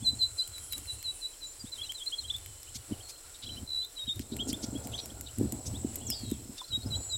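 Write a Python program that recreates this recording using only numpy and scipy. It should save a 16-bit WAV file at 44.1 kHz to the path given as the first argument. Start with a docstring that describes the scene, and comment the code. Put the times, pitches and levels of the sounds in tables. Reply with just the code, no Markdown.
"""A small bird whistles close by, over the pulsing trill of insects on a grassy ditch bank.
Other birds chip, warble and rasp around it; their calls scatter faintly off banks and bushes.
The microphone is in a hand-held camera, carried slowly by someone with a fishing rod: steps and
fingers thump and rub its body, dry stalks crack, and the air rumbles faintly across it.
Late on, a single bubble pops in the ditch."""
import sys
import numpy as np
from scipy import signal
from scipy.fft import rfft, irfft
from scipy.io import wavfile
from scipy.ndimage import uniform_filter1d

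SR = 44100
rng = np.random.default_rng(int(sys.argv[2]) if len(sys.argv) > 2 else 0)


def wav_record(signal):
    """Record a signal, one row per channel, as 16-bit PCM in the file named by sys.argv[1]."""
    frames = np.transpose(np.atleast_2d(signal))
    bounded = np.clip(frames, -1, 1)
    # unit amplitude maps onto the largest positive 16-bit level
    quanta = np.round(bounded * 32767).astype(np.int16)
    wavfile.write(sys.argv[1], SR, quanta)


N = 316197
T = np.arange(N) / SR

# Spectra of the open fields, air on the microphone, the insect chorus, brushed grass and sliding skin.
# Each row: frequency in Hz, relative level in dB.
FIELD_SPECTRUM = [(30, 24), (90, 0), (165, -48), (280, 2), (500, 0.5), (1000, -7), (1450, -11), (1800, -38),
                  (2500, -17), (3200, -10), (4200, -9), (6300, -10), (9500, -21), (12000, -7),
                  (16000, -10.5)]
AIR_SPECTRUM = [(15, -5), (35, -30), (60, -3), (85, -4), (110, -3), (160, -16), (250, -17), (600, -51.5)]
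CHORUS_SPECTRUM = [(6000, -22.5), (6900, -7), (7300, 0), (7800, 1.5), (8300, -2.5), (9000, -10),
                   (11000, -46)]
GRASS_SPECTRUM = [(5000, -5.5), (8000, -14), (9300, 1.5), (11000, -3), (16000, -28)]
SKIN_SPECTRUM = [(200, -9), (420, 0.5), (750, 1), (1000, -8.5), (1250, -20), (2500, -48)]
# Insects far off. Each row: centre in Hz, width in Hz, level in dB.
FAR_INSECT_BANDS = [(4120, 210, -67), (5470, 860, -67)]
# A chorus swelling across the fields. Each row: start in seconds, length in seconds, level in dB.
FAR_SWELLS = [(0.199, 0.78, -67.5), (2.6, 1.6, -71), (4.2, 1.6, -66), (6.501, 1.2, -68)]
# Breeze on the microphone. Each row: start in seconds, hold in seconds, relative level in dB.
BREEZE_PUFFS = [(0.227, 0.12, -52), (0.497, 0.14, -52.5), (0.69, 0.04, -55), (0.86, 0.027, -50),
                (0.937, 0.03, -48), (1.064, 0.023, -47.5), (1.423, .02, -61), (1.61, 0.085, -55),
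                (1.8, 0.1, -57), (2.216, 0.27, -52), (2.518, .08, -59), (2.696, .13, -53.5),
                (3.0, 0.025, -50), (3.274, 0.026, -61.5), (3.697, .15, -60), (4.058, 0.046, -52),
                (5.253, 0.093, -51), (7.05, .12, -46.5)]
# The insect chorus in the grass. Each row: time in seconds, relative level in dB.
CHORUS_LEVELS = [(0, -45.5), (1.38, -50.5), (2.02, -48.5), (4.09, -54), (4.65, -50.5), (5.15, -52.5),
                 (5.89, -46.5), (6.6, -51), (7.17, -50.5)]
# The nearest insect. Each row: time in seconds, pitch in Hz, level in dB.
NEAR_INSECT = [(0, 8140, -45.5), (1.3, 7500, -54), (1.5, 8050, -58), (2.6, 7770, -53), (4.2, 7800, -56),
               (4.4, 7580, -45), (5.3, 7700, -48.5), (5.5, 7830, -43), (6.35, 7790, -47), (6.6, 7810, -63),
               (7.17, 7600, -35.5)]

# Blades sweeping past a leg. Each row: start in seconds, length in seconds, centre in Hz, level in dB.
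BLADE_SWEEPS = [(0.284, 0.26, 9200, -53.5), (.548, 0.39, 10000, -52), (0.843, .22, 9100, -53.5),
                (1.028, 0.33, 9100, -52), (1.694, 0.82, 8540, -55.5)]
# Dry stalks cracking. Each row: start in seconds, peak in dB, dull share in dB, snap time in ms.
STALK_TICKS = [(0.4765, -27.5, -8, .5), (.582, -29, -2.5, .67), (.724, -19, -12, 1.2),
               (.7319, -26, -1, 2.3), (.7808, -20, -31, 0.15), (1.028, -29.5, -3.5, 0.54),
               (1.921, -27, -2, .5), (2.365, -33, -19, 1.8), (2.461, -29, -2, 0.32), (2.631, -32.5, 0, .5),
               (3.848, -31.5, -17, .6), (4.159, -31, -21, .4), (4.194, -27.5, 0.5, .8),
               (4.367, -27.5, -4, 0.65), (4.53, -20.5, -8, 0.54), (4.872, -28, -11, .7),
               (5.058, -26.5, -11, .61), (5.2102, -24.5, -13, 1), (5.385, -25.5, -17, 0.82),
               (5.523, -20.5, -20, .87), (5.957, -20.5, -16, 2), (6.102, -16.5, -17, 1),
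               (6.106, -23, -19, 1.7), (6.197, -37, -15, .5), (6.302, -31, -18, 0.51),
               (6.314, -25.5, -11, 1.15)]
# Resonances of stalks, thick stems and the camera body. Each row: centre in Hz, width in Hz, gain in dB.
STALK_MODES = [(7160, 120, 4), (8750, 190, -2), (9690, 280, -3), (12400, 200, 0), (13300, 270, -7.5),
               (14200, 360, -25)]
STEM_MODES = [(2260, 360, 3.5), (3220, 1900, 8.5), (5160, 600, 8)]
CAMERA_MODES = [(119, 62, 2.5), (233.4, 56, 4), (273, 73, 6), (348, 55, -5.5), (430, 74, -47)]
# Thumps that reach the camera body. Each row: time in seconds, peak in dB.
THUMPS = [(0.025, -32.5), (0.131, -32.5), (1.641, -31.5), (2.756, -38), (2.91, -28), (2.92, -22),
          (3.629, -32), (4.078, -33.5), (4.199, -26.5), (4.321, -25), (4.395, -29.5), (4.493, -24.5),
          (4.529, -24), (4.64, -25), (4.685, -29), (4.729, -27), (4.762, -27.5), (4.858, -31), (5.383, -26),
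          (5.392, -30), (5.411, -14), (5.431, -22), (5.441, -22), (5.455, -21.5), (5.529, -25.5),
          (5.545, -27.5), (5.737, -31.5), (5.847, -18), (6.095, -31), (6.234, -27), (6.319, -18.5),
          (6.495, -31.5), (6.776, -30), (6.859, -27.5)]
# Steps and shifts of weight. Each row: start in seconds, hold in seconds, then relative levels in dB
# of rubbing, skin hiss and rumble.
STEPS = [(0.022, 0.15, -63, -60, -41), (0.766, 0.025, -54, -67, -45), (2.913, 0.017, -45, -56, -41),
         (3.454, .06, -55, -65, -50), (3.555, 0.063, -49.5, -62, -44.5), (4.174, 0.043, -43, -61.5, -41.5),
         (4.325, .1, -39, -53, -43), (4.485, 0.072, -38.5, -54, -42.5), (4.637, 0.17, -44, -52, -42.5),
         (4.852, 0.1, -52, -50.5, -42), (5.044, 0.19, -48, -60, -49), (5.403, 0.049, -34, -52.5, -35),
         (5.53, 0.066, -43.5, -51.5, -45), (5.67, 0.12, -46, -56.5, -38), (5.842, 0.037, -39.5, -56, -39.5),
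         (5.942, 0.21, -47.5, -54.5, -48), (6.221, 0.12, -48, -71, -42), (6.397, 0.12, -48, -70, -48.5),
         (6.722, .08, -55, -63, -44), (6.857, 0.13, -47.5, -52, -37.5)]

# Faint thin tones trailing after the bird calls, and thin slides from other birds.
# Each row: start in seconds, length in seconds, first pitch in Hz, last pitch in Hz, level in dB.
FAINT_GLIDES = [(0.449, 1, 3290, 2785, -63.5), (0.653, .93, 2885, 2440, -65),
                (0.919, 0.21, 4320, 3890, -55), (2.304, 0.68, 3120, 2920, -64.5),
                (5.786, 0.82, 3010, 2504, -64.5), (5.976, 0.49, 3400, 3150, -58.5),
                (6.403, .45, 5240, 5280, -62)]
THIN_SLIDES = [(.055, 0.018, 5700, 6360, -44), (.381, 0.027, 4930, 4830, -38.5),
               (1.443, .097, 7100, 7320, -44.5), (1.588, 0.041, 4930, 4700, -45.5),
               (4.907, 0.097, 6430, 5960, -49), (4.976, .099, 6100, 5450, -51),
               (6.577, 0.043, 3830, 3480, -40.5), (7.11, .025, 4600, 5130, -47)]
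# One long falling call. Each row: time in seconds, pitch in Hz, relative level in dB, buzz from 0 to 1.
FALLING_CALL = [(6.06, 7600, -63, 0), (6.069, 7470, -32.5, 0), (6.082, 5900, -44.5, 0.3),
                (6.112, 5130, -33, .4), (6.16, 4510, -43.5, 0.9), (6.225, 4270, -52, 0.7),
                (6.26, 3890, -50.5, 0.5), (6.31, 3760, -51, 0.8), (6.36, 3120, -62, 1)]
# A warbled song, motif by motif. Each row: start in seconds, the high note's pitch in Hz and level
# in dB, the low note's pitch in Hz and level in dB.
WARBLE_MOTIFS = [(1.713, 4040, -38.5, 3160, -40), (1.826, 4050, -38.5, 3195, -36),
                 (1.939, 4030, -36.5, 3220, -36.5), (2.056, 4110, -33.5, 3240, -30),
                 (2.172, 4140, -33.5, 3160, -38), (2.272, 3910, -43, 3530, -31)]
# The two voices of the warble's flick. Each row: first pitch in Hz, last pitch in Hz, level in dB.
FLICK_VOICES = [(4150, 3450, -48.5), (6580, 4900, -56)]
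# Harsh scolding. Each row: start in seconds, centre in Hz, level in dB, spread in log frequency.
SCOLDS = [(.205, 4010, -33, 0.028), (2.739, 5600, -38.5, .39), (2.964, 3000, -63, .35),
          (3.08, 6000, -43, 0.55), (3.334, 3810, -51, .1), (3.418, 3700, -41.5, 0.15),
          (4.197, 5020, -50.5, .45), (4.311, 3890, -46.5, .1), (4.471, 7070, -36.5, 0.25),
          (4.484, 4870, -40, 0.19), (4.62, 5480, -37.5, 0.29), (4.828, 6480, -48.5, 0.33),
          (4.912, 3400, -49, .115), (4.973, 3950, -36, 0.097), (5.255, 3800, -47, 0.086),
          (5.651, 6110, -39, .25), (6.563, 4540, -46, 0.44), (6.629, 4110, -48.5, .04),
          (6.668, 4300, -51.5, 0.098), (6.812, 4220, -48.5, .045), (6.852, 5160, -49.5, .05),
          (7.013, 4200, -54, 0.071)]
# Rising chips nearby, and the nearest bird's sagging whistles. Each row: start in seconds, length in
# seconds, middle pitch in Hz, ratio of last to middle pitch, level in dB.
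RISING_CHIPS = [(0, 0.054, 3400, 1.01, -51), (0.412, 0.048, 3060, 1.06, -55.5),
                (1.326, 0.027, 3200, 0.93, -51), (1.647, 0.049, 3580, 1.1, -46.5),
                (1.802, 0.036, 3330, 1, -35), (1.833, 0.038, 2860, 1.1, -44.5),
                (1.994, 0.021, 3480, 0.97, -40), (2.295, .024, 3470, 1.1, -30.5),
                (2.664, .039, 2950, 1.18, -53.5), (2.91, 0.039, 3090, 0.88, -45.5),
                (2.996, 0.024, 3120, 1.04, -45), (3.152, 0.019, 3150, 1.05, -57.5),
                (3.455, 0.03, 3280, 1, -42.5), (3.487, .027, 3170, .98, -38),
                (3.556, 0.042, 3110, 0.97, -44.5), (3.816, 0.047, 3580, 1.06, -40),
                (3.974, 0.031, 3150, 1.04, -46), (4.056, .05, 3320, 1, -43),
                (4.086, 0.027, 3490, 1.1, -33.5), (4.384, .052, 3270, 0.94, -33),
                (4.392, .034, 3600, 0.97, -40), (4.522, .036, 3400, 1.11, -35),
                (4.745, 0.036, 3350, .99, -45), (4.93, 0.032, 3270, 1.1, -35.5),
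                (5.097, .018, 3330, 1.03, -45.5), (5.28, 0.03, 3000, 1.06, -50),
                (5.736, 0.04, 3530, 1.1, -43.5), (5.992, 0.039, 3020, 1.03, -51),
                (6.112, 0.046, 3480, 1.15, -39), (6.718, 0.035, 3180, 1.03, -45),
                (6.932, 0.032, 3270, 0.94, -43)]
NEAR_WHISTLES = [(.04, 0.074, 3990, 1.034, -21), (0.18, 0.0963, 4016, 1.025, -23),
                 (0.372, 0.063, 3994, 1.06, -25.5), (0.513, 0.084, 3970, 1.01, -42.5),
                 (0.7, 0.065, 3944, 1.01, -36), (0.862, 0.075, 3965, 1.03, -35),
                 (1.033, 0.085, 3957, 1.01, -29), (1.206, 0.075, 3947, 1.04, -32.5),
                 (1.401, 0.073, 3955, 1.03, -38.5), (3.946, .11, 3810, 1.0, -35),
                 (4.063, 0.072, 3674, 1.04, -29.5), (6.699, .081, 3820, 1.03, -28.5),
                 (6.899, 0.072, 3906, 1.06, -28.5), (7.089, 0.075, 3933, 0.97, -28.5)]
# Its trilled whistles. 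Each row: start in seconds, length in seconds, level in dB, tremolo from 0 to 1.
NEAR_TRILLS = [(3.423, 0.151, -40, 1), (3.665, .19, -28, 0.53)]


def undb(db):
    """Decibels to gain."""
    return 10 ** (np.asarray(db) / 20)


def unit(x):
    """Scale to rms 1."""
    return x / np.sqrt(np.mean(x ** 2))


def curves(table):
    """The columns of a table, joined by straight lines in time."""
    times, *columns = np.transpose(table)
    return [np.interp(T, times, column) for column in columns]


def add(out, start, sound):
    """Mix a sound in at a start time in seconds."""
    i = max(int(start * SR), 0)
    out[i:i + len(sound)] += sound[:max(N - i, 0)]


def colour(x, spectrum):
    """Shape x by a spectrum of (Hz, dB) points, at rms 1."""
    hz, db = np.transpose(spectrum)
    bins = np.maximum(np.fft.rfftfreq(len(x), 1 / SR), 1)
    return unit(irfft(rfft(x) * undb(np.interp(np.log(bins), np.log(hz), db)), len(x)))


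def ring(x, modes):
    """Drive resonances (Hz, width Hz, dB) in parallel."""
    return sum(undb(db) * signal.lfilter(*signal.iirpeak(hz, hz / width, SR), x)
               for hz, width, db in modes)


def band(hz, width, count=N):
    """Noise in a steep-sided band, rms 1."""
    mode = [(hz, width, 0)]
    return unit(ring(ring(rng.standard_normal(count), mode), mode))


def walk(rate, count=N):
    """A smooth random wander with spread near 1, turning rate times a second."""
    k = max(int(SR / rate), 1)
    held = np.repeat(rng.standard_normal(count // k + 2), k)
    return uniform_filter1d(held, k)[k // 2:k // 2 + count] * np.sqrt(3 / 2)


def grains(rate, spread_db):
    """Random tiny impulses of unequal size."""
    impulses = (rng.random(N) < rate / SR) * rng.standard_normal(N)
    return impulses * undb(spread_db * np.minimum(rng.exponential(size=N), 4))


def swell(u, skew):
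    """A rounded rise and fall over u = 0..1; a skew above 1 peaks late, below 1 early."""
    return np.abs(np.sin(np.pi * u ** skew))


def phase_of(hz):
    """The running phase of a changing frequency."""
    return 2 * np.pi * np.cumsum(hz) / SR


def surges(starts, holds, levels_db, attack_s=.037, release_s=.035):
    """The gain of a series of movements: each rises quickly, holds and dies away."""
    power = np.zeros(N)
    for start, hold, db in zip(starts, holds, levels_db):
        rise = np.clip(1 + (T - start) / attack_s, 0, 1)
        fall = np.exp(-np.maximum(T - start - hold, 0) / release_s)
        power += (undb(db) * rise * fall) ** 2
    return np.sqrt(power)


def far_fields(hush_db=-52):
    """The hush of open fields, with insects and a swelling chorus in the distance."""
    out = sum(band(hz, width) * undb(db + 2 * walk(20)) for hz, width, db in FAR_INSECT_BANDS)
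    for start, length, db in FAR_SWELLS:
        u = np.linspace(0, 1, int(length * SR))
        chorus = band(hz=1398, width=200, count=len(u))
        add(out, start, chorus * swell(u, .71) * undb(db + 2 * walk(25.1, len(u))))
    return out + colour(rng.standard_normal(N), FIELD_SPECTRUM) * undb(hush_db + .5 * walk(3.05))


def air_on_microphone(puff_top_hz=115):
    """Air rumbles on the microphone with each step, and more dully in light puffs of breeze."""
    starts, holds, _, _, rumble_db = np.transpose(STEPS)
    air = colour(rng.standard_normal(N), AIR_SPECTRUM) * undb(2 * walk(13))
    dull_air = signal.sosfilt(signal.butter(2, puff_top_hz, fs=SR, output="sos"), air)
    calm = undb(-68.5)
    puffs = undb(1) * surges(*np.transpose(BREEZE_PUFFS))
    return dull_air * (calm + puffs) + air * surges(starts, holds, rumble_db)


def bubble(start=6.616, hz=1010, db=-36, decay_s=.0067, rise_s=.00029):
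    """A single bubble pops in the ditch."""
    out, t = np.zeros(N), T[:SR // 10]
    envelope = np.exp(-t / decay_s) - np.exp(-t / rise_s)
    add(out, start, undb(db) * envelope * np.sin(2 * np.pi * hz * t))
    return out


def insects(stroke_hz=43.2, bend_hz=430):
    """One near singer, its pitch arching with each wing stroke, in front of a blurred chorus."""
    hz, db = curves(NEAR_INSECT)
    stroke = np.sin(phase_of(stroke_hz * (1 + .0055 * walk(13))) / 2) ** 2
    pitch = hz + bend_hz * (stroke - .8) + 45 * walk(700)
    singer = undb(db) * stroke * np.sin(phase_of(pitch))
    chorus = colour(rng.standard_normal(N), CHORUS_SPECTRUM)
    return singer + chorus * undb(curves(CHORUS_LEVELS)[0] - 3 + 1.8 * walk(110))


def grass():
    """Soft blades brush unevenly in dense grains, and some sweep past a leg."""
    out = colour(grains(rate=9000, spread_db=1.5), GRASS_SPECTRUM) * undb(-57.5 + 2 * walk(18))
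    for start, length, hz, db in BLADE_SWEEPS:
        u = np.linspace(0, 1, int(length * SR))
        swish = band(hz, width=2000, count=len(u)) * swell(u, .7)
        add(out, start, swish * undb(db + 1.8 * walk(38.4, len(u))))
    return out


def stalks(tail_s=.024, tail_db=-27):
    """Dry stalks crack, then a few fibres tear; thick stems add a duller ring."""
    out, t = np.zeros(N), T[:SR // 20]
    small_ticks = [(start, -37, -2, .55) for start in 2.4 * rng.random(5)]
    for start, db, dull_db, snap_ms in STALK_TICKS + small_ticks:
        envelope = np.exp(-1000 * t / snap_ms) + undb(tail_db) * np.exp(-t / tail_s)
        fibres = rng.standard_normal(len(t)) * envelope
        fibres[0] = 3  # the first crack
        bright = unit(ring(fibres, STALK_MODES))
        broad = unit(ring(fibres, [(10700, 4700, 0)]))
        dull = unit(ring(ring(fibres, STEM_MODES), STEM_MODES))
        tick = bright + undb(-6) * broad + undb(dull_db) * dull
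        add(out, start, undb(db) * tick / np.abs(tick).max())
    return out


def finger_rub():
    """Right at the microphone, small slips of the fingers ring the camera body; sliding skin hisses."""
    starts, holds, rub_db, hiss_db, _ = np.transpose(STEPS)
    slips = signal.sosfilt(signal.butter(2, 380, fs=SR, output="sos"), grains(rate=500, spread_db=2.26))
    rub = unit(ring(slips, CAMERA_MODES)) * surges(starts, holds, rub_db - 5) * undb(3 * walk(25))
    hiss = colour(grains(rate=3000, spread_db=.92), SKIN_SPECTRUM)
    return rub + hiss * surges(starts, holds, hiss_db - 1.5, release_s=.15)


def camera_thumps():
    """The camera body is pushed and springs back; a harder blow has a shorter, brighter contact."""
    out, t = np.zeros(N), T[:SR // 8]
    for start, db in THUMPS:
        contact_ms = 1.125 * undb(db + 19) ** -.26
        u = t * 1000 / contact_ms - 2
        thump = ring(u * np.exp(-u ** 2), CAMERA_MODES)
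        add(out, start - contact_ms / 1000, undb(db) * thump / np.abs(thump).max())
    return out


def note(length, start_hz, mid_hz, end_hz, waver=.015, skew=1.2, edge=1.05, flutter_db=3,
         second_db=-29, third_db=-38, scoop=0, tremolo=0, tremolo_hz=71):
    """A wavering tone glides along an arc; it may scoop up to pitch or be chopped by tremolo."""
    u = np.linspace(0, 1, int(length * SR))
    arc = np.polyval(np.polyfit([0, .5, 1], [start_hz, mid_hz, end_hz], 2), u)
    pitch = arc * (1 - scoop * np.exp(-10 * u)) * (1 + waver * walk(255, len(u)))
    phase = phase_of(pitch)
    tone = np.sin(phase)
    if mid_hz < SR / 10:  # only the lower notes carry overtones
        tone += undb(second_db) * np.sin(2 * phase) + undb(third_db) * np.sin(3 * phase)
    chop = 1 - np.clip(2 * tremolo * (1 - u), 0, 1) * np.sin(np.pi * tremolo_hz * u * length) ** 2
    return tone * chop * swell(u, skew) ** edge * undb(flutter_db * walk(116.7, len(u)))


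def faint_glides():
    """Faint thin tones trailing after the bird calls, most of them sliding slowly down."""
    out = np.zeros(N)
    for start, length, first, last, db in FAINT_GLIDES:
        glide = note(length, first, (first + last) / 2, last, waver=.014, skew=.63, edge=1)
        add(out, start, undb(db) * glide)
    return out


def far_trill(start=3.02, length=.18, hz=4260, rate_hz=44, db=-48):
    """A distant bird repeats one tiny falling note so fast that it buzzes."""
    out, u = np.zeros(N), np.linspace(0, 1, int(length * SR))
    cycle = (u * length * rate_hz) % 1
    pitch = hz * (1 + .059 * (.5 - cycle) + .0386 * (.5 - u))
    envelope = swell(cycle, 1) * np.sqrt(swell(u, .67))
    add(out, start, undb(db) * envelope * np.sin(phase_of(pitch)))
    return out


def thin_call(start=6.935, rise_s=.026):
    """A bird holds two high tones at once, one from each side of its syrinx."""
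    onset = np.clip((T - start) / rise_s, 0, 1)
    return onset * sum(undb(db + 1.8 * walk(60)) * np.sin(phase_of(hz * (1 + .0046 * walk(200))))
                       for hz, db in [(7800, -44), (7095, -46)])


def falling_call(buzz_hz=290, echo_s=.04, echo_db=-13.5):
    """A steep whistle, frayed by a flutter in level and pitch, comes back off the far bank."""
    hz, db, buzz = curves(FALLING_CALL)
    times = np.transpose(FALLING_CALL)[0]
    flutter = buzz * np.sin(phase_of(buzz_hz * (1 + .05 * walk(65))))
    phase = phase_of(hz * (1 + .0051 * walk(500)) + 2 * 120 * flutter)
    tone = np.sin(phase) + undb(-24) * np.sin(2 * phase)
    sounding = (T > times[0]) & (T < times[-1])
    call = sounding * undb(db + 1.5) * (1 + flutter) * tone
    add(call, echo_s, undb(echo_db) * call * (T > times[2]))
    return call


def scolding(length=.038):
    """Rasps: a rough, rising stack of overtones and turbulent noise through one throat resonance."""
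    out, u = np.zeros(N), np.linspace(0, 1, int(length * SR))
    for start, hz, db, spread in SCOLDS:
        rise = 1 + min(.256, 2 * spread) * (u - .5)
        roughness = 1 + min(.0345, spread / 4) * walk(1100, len(u))
        pitch = hz / 5 * rise * roughness  # the fifth harmonic sits on the resonance
        phase = phase_of(pitch)
        voice = np.zeros(len(u))
        for k in range(2, 12):
            resonance = (1 + (np.log(k * pitch / hz) / spread) ** 2) ** -.81
            voice += resonance * np.sin(k * phase + rng.uniform(0, 2 * np.pi))
        breath = band(hz, 2 * spread * hz, len(u))
        rasp = unit((unit(voice) + breath) * undb(1.5 * walk(624, len(u))))
        add(out, start, undb(db) * rasp * swell(u, 1.12) ** 1.24)
    return out


def warble(high_s=.036, flick_s=.035, low_s=.037, fall=.015, rise=.073):
    """One motif over and over: high note, two-voiced flick downwards, low rising note."""
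    out = np.zeros(N)
    for start, high, high_db, low, low_db in WARBLE_MOTIFS:
        add(out, start, undb(high_db) * note(high_s, high * (1 + fall / 2), high, high * (1 - fall / 2)))
        for first, last, db in FLICK_VOICES:
            add(out, start + .027, undb(db) * note(flick_s, first, (first + last) / 2, last))
        low_note = note(low_s, low * (1 - rise / 2), low, low * (1 + rise / 2), scoop=.12)
        add(out, start + .061, undb(low_db) * low_note)
    return out


def chips_and_slides():
    """Small birds nearby give short, slightly hoarse notes: scooped chips and thin slides."""
    out = np.zeros(N)
    for start, length, hz, end_ratio, db in RISING_CHIPS:
        add(out, start, undb(db) * note(length, hz * .87, hz, hz * end_ratio, scoop=.244))
    for start, length, first, last, db in THIN_SLIDES:
        add(out, start, undb(db) * note(length, first, (first + last) / 2, last))
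    return out


def nearest_bird(trill_hz=3960):
    """The nearest bird: clear whistles that sag onto their pitch, and two trilled ones."""
    out = np.zeros(N)
    for start, length, hz, end_ratio, db in NEAR_WHISTLES:
        whistle = note(length, hz * 1.09, hz, hz * end_ratio, waver=.0035, skew=1.52, edge=.88,
                       flutter_db=2.05, second_db=-20, third_db=-31)
        add(out, start, undb(db) * whistle)
    for start, length, db, tremolo in NEAR_TRILLS:
        trill = note(length, trill_hz * 1.025, trill_hz, trill_hz * 1.025, waver=.0058, skew=1.17,
                     edge=.7, flutter_db=1.5, second_db=-26, tremolo=tremolo)
        add(out, start, undb(db) * trill)
    return out


def scatter(delay_s, t60_s, db):
    """The echo of banks and bushes: a delayed tail of fading noise."""
    t = T[:SR]
    tail = rng.standard_normal(SR) * np.exp(-np.log(1000) * t / t60_s) * (t > delay_s)
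    return undb(db) * tail / np.linalg.norm(tail)


def scene():
    """The ditch bank at one hand-held microphone."""
    calls = falling_call() + warble() + nearest_bird() + chips_and_slides() + scolding() + faint_glides()
    echo = scatter(delay_s=.012, t60_s=.22, db=-16.5) + scatter(delay_s=.06, t60_s=.99, db=-31)
    birds = calls + signal.fftconvolve(calls, echo)[:N] + thin_call() + far_trill()
    bank = insects() + grass() + stalks() + bubble()
    at_microphone = finger_rub() + camera_thumps() + air_on_microphone()
    return (birds + bank + at_microphone + far_fields())[None]


def record(dry, bass_hz=40, dip_hz=163, dip_width_hz=32, top_hz=16000):
    """The camera thins the deepest bass, has a narrow dip above it and cuts the top."""
    thin = signal.sosfilt(signal.butter(2, bass_hz, "high", fs=SR, output="sos"), dry)
    hollow = thin - ring(thin, [(dip_hz, dip_width_hz, -3)])
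    return signal.sosfilt(signal.ellip(8, .2, 70, top_hz, fs=SR, output="sos"), hollow)


dry = scene()
out = record(dry)
wav_record(out)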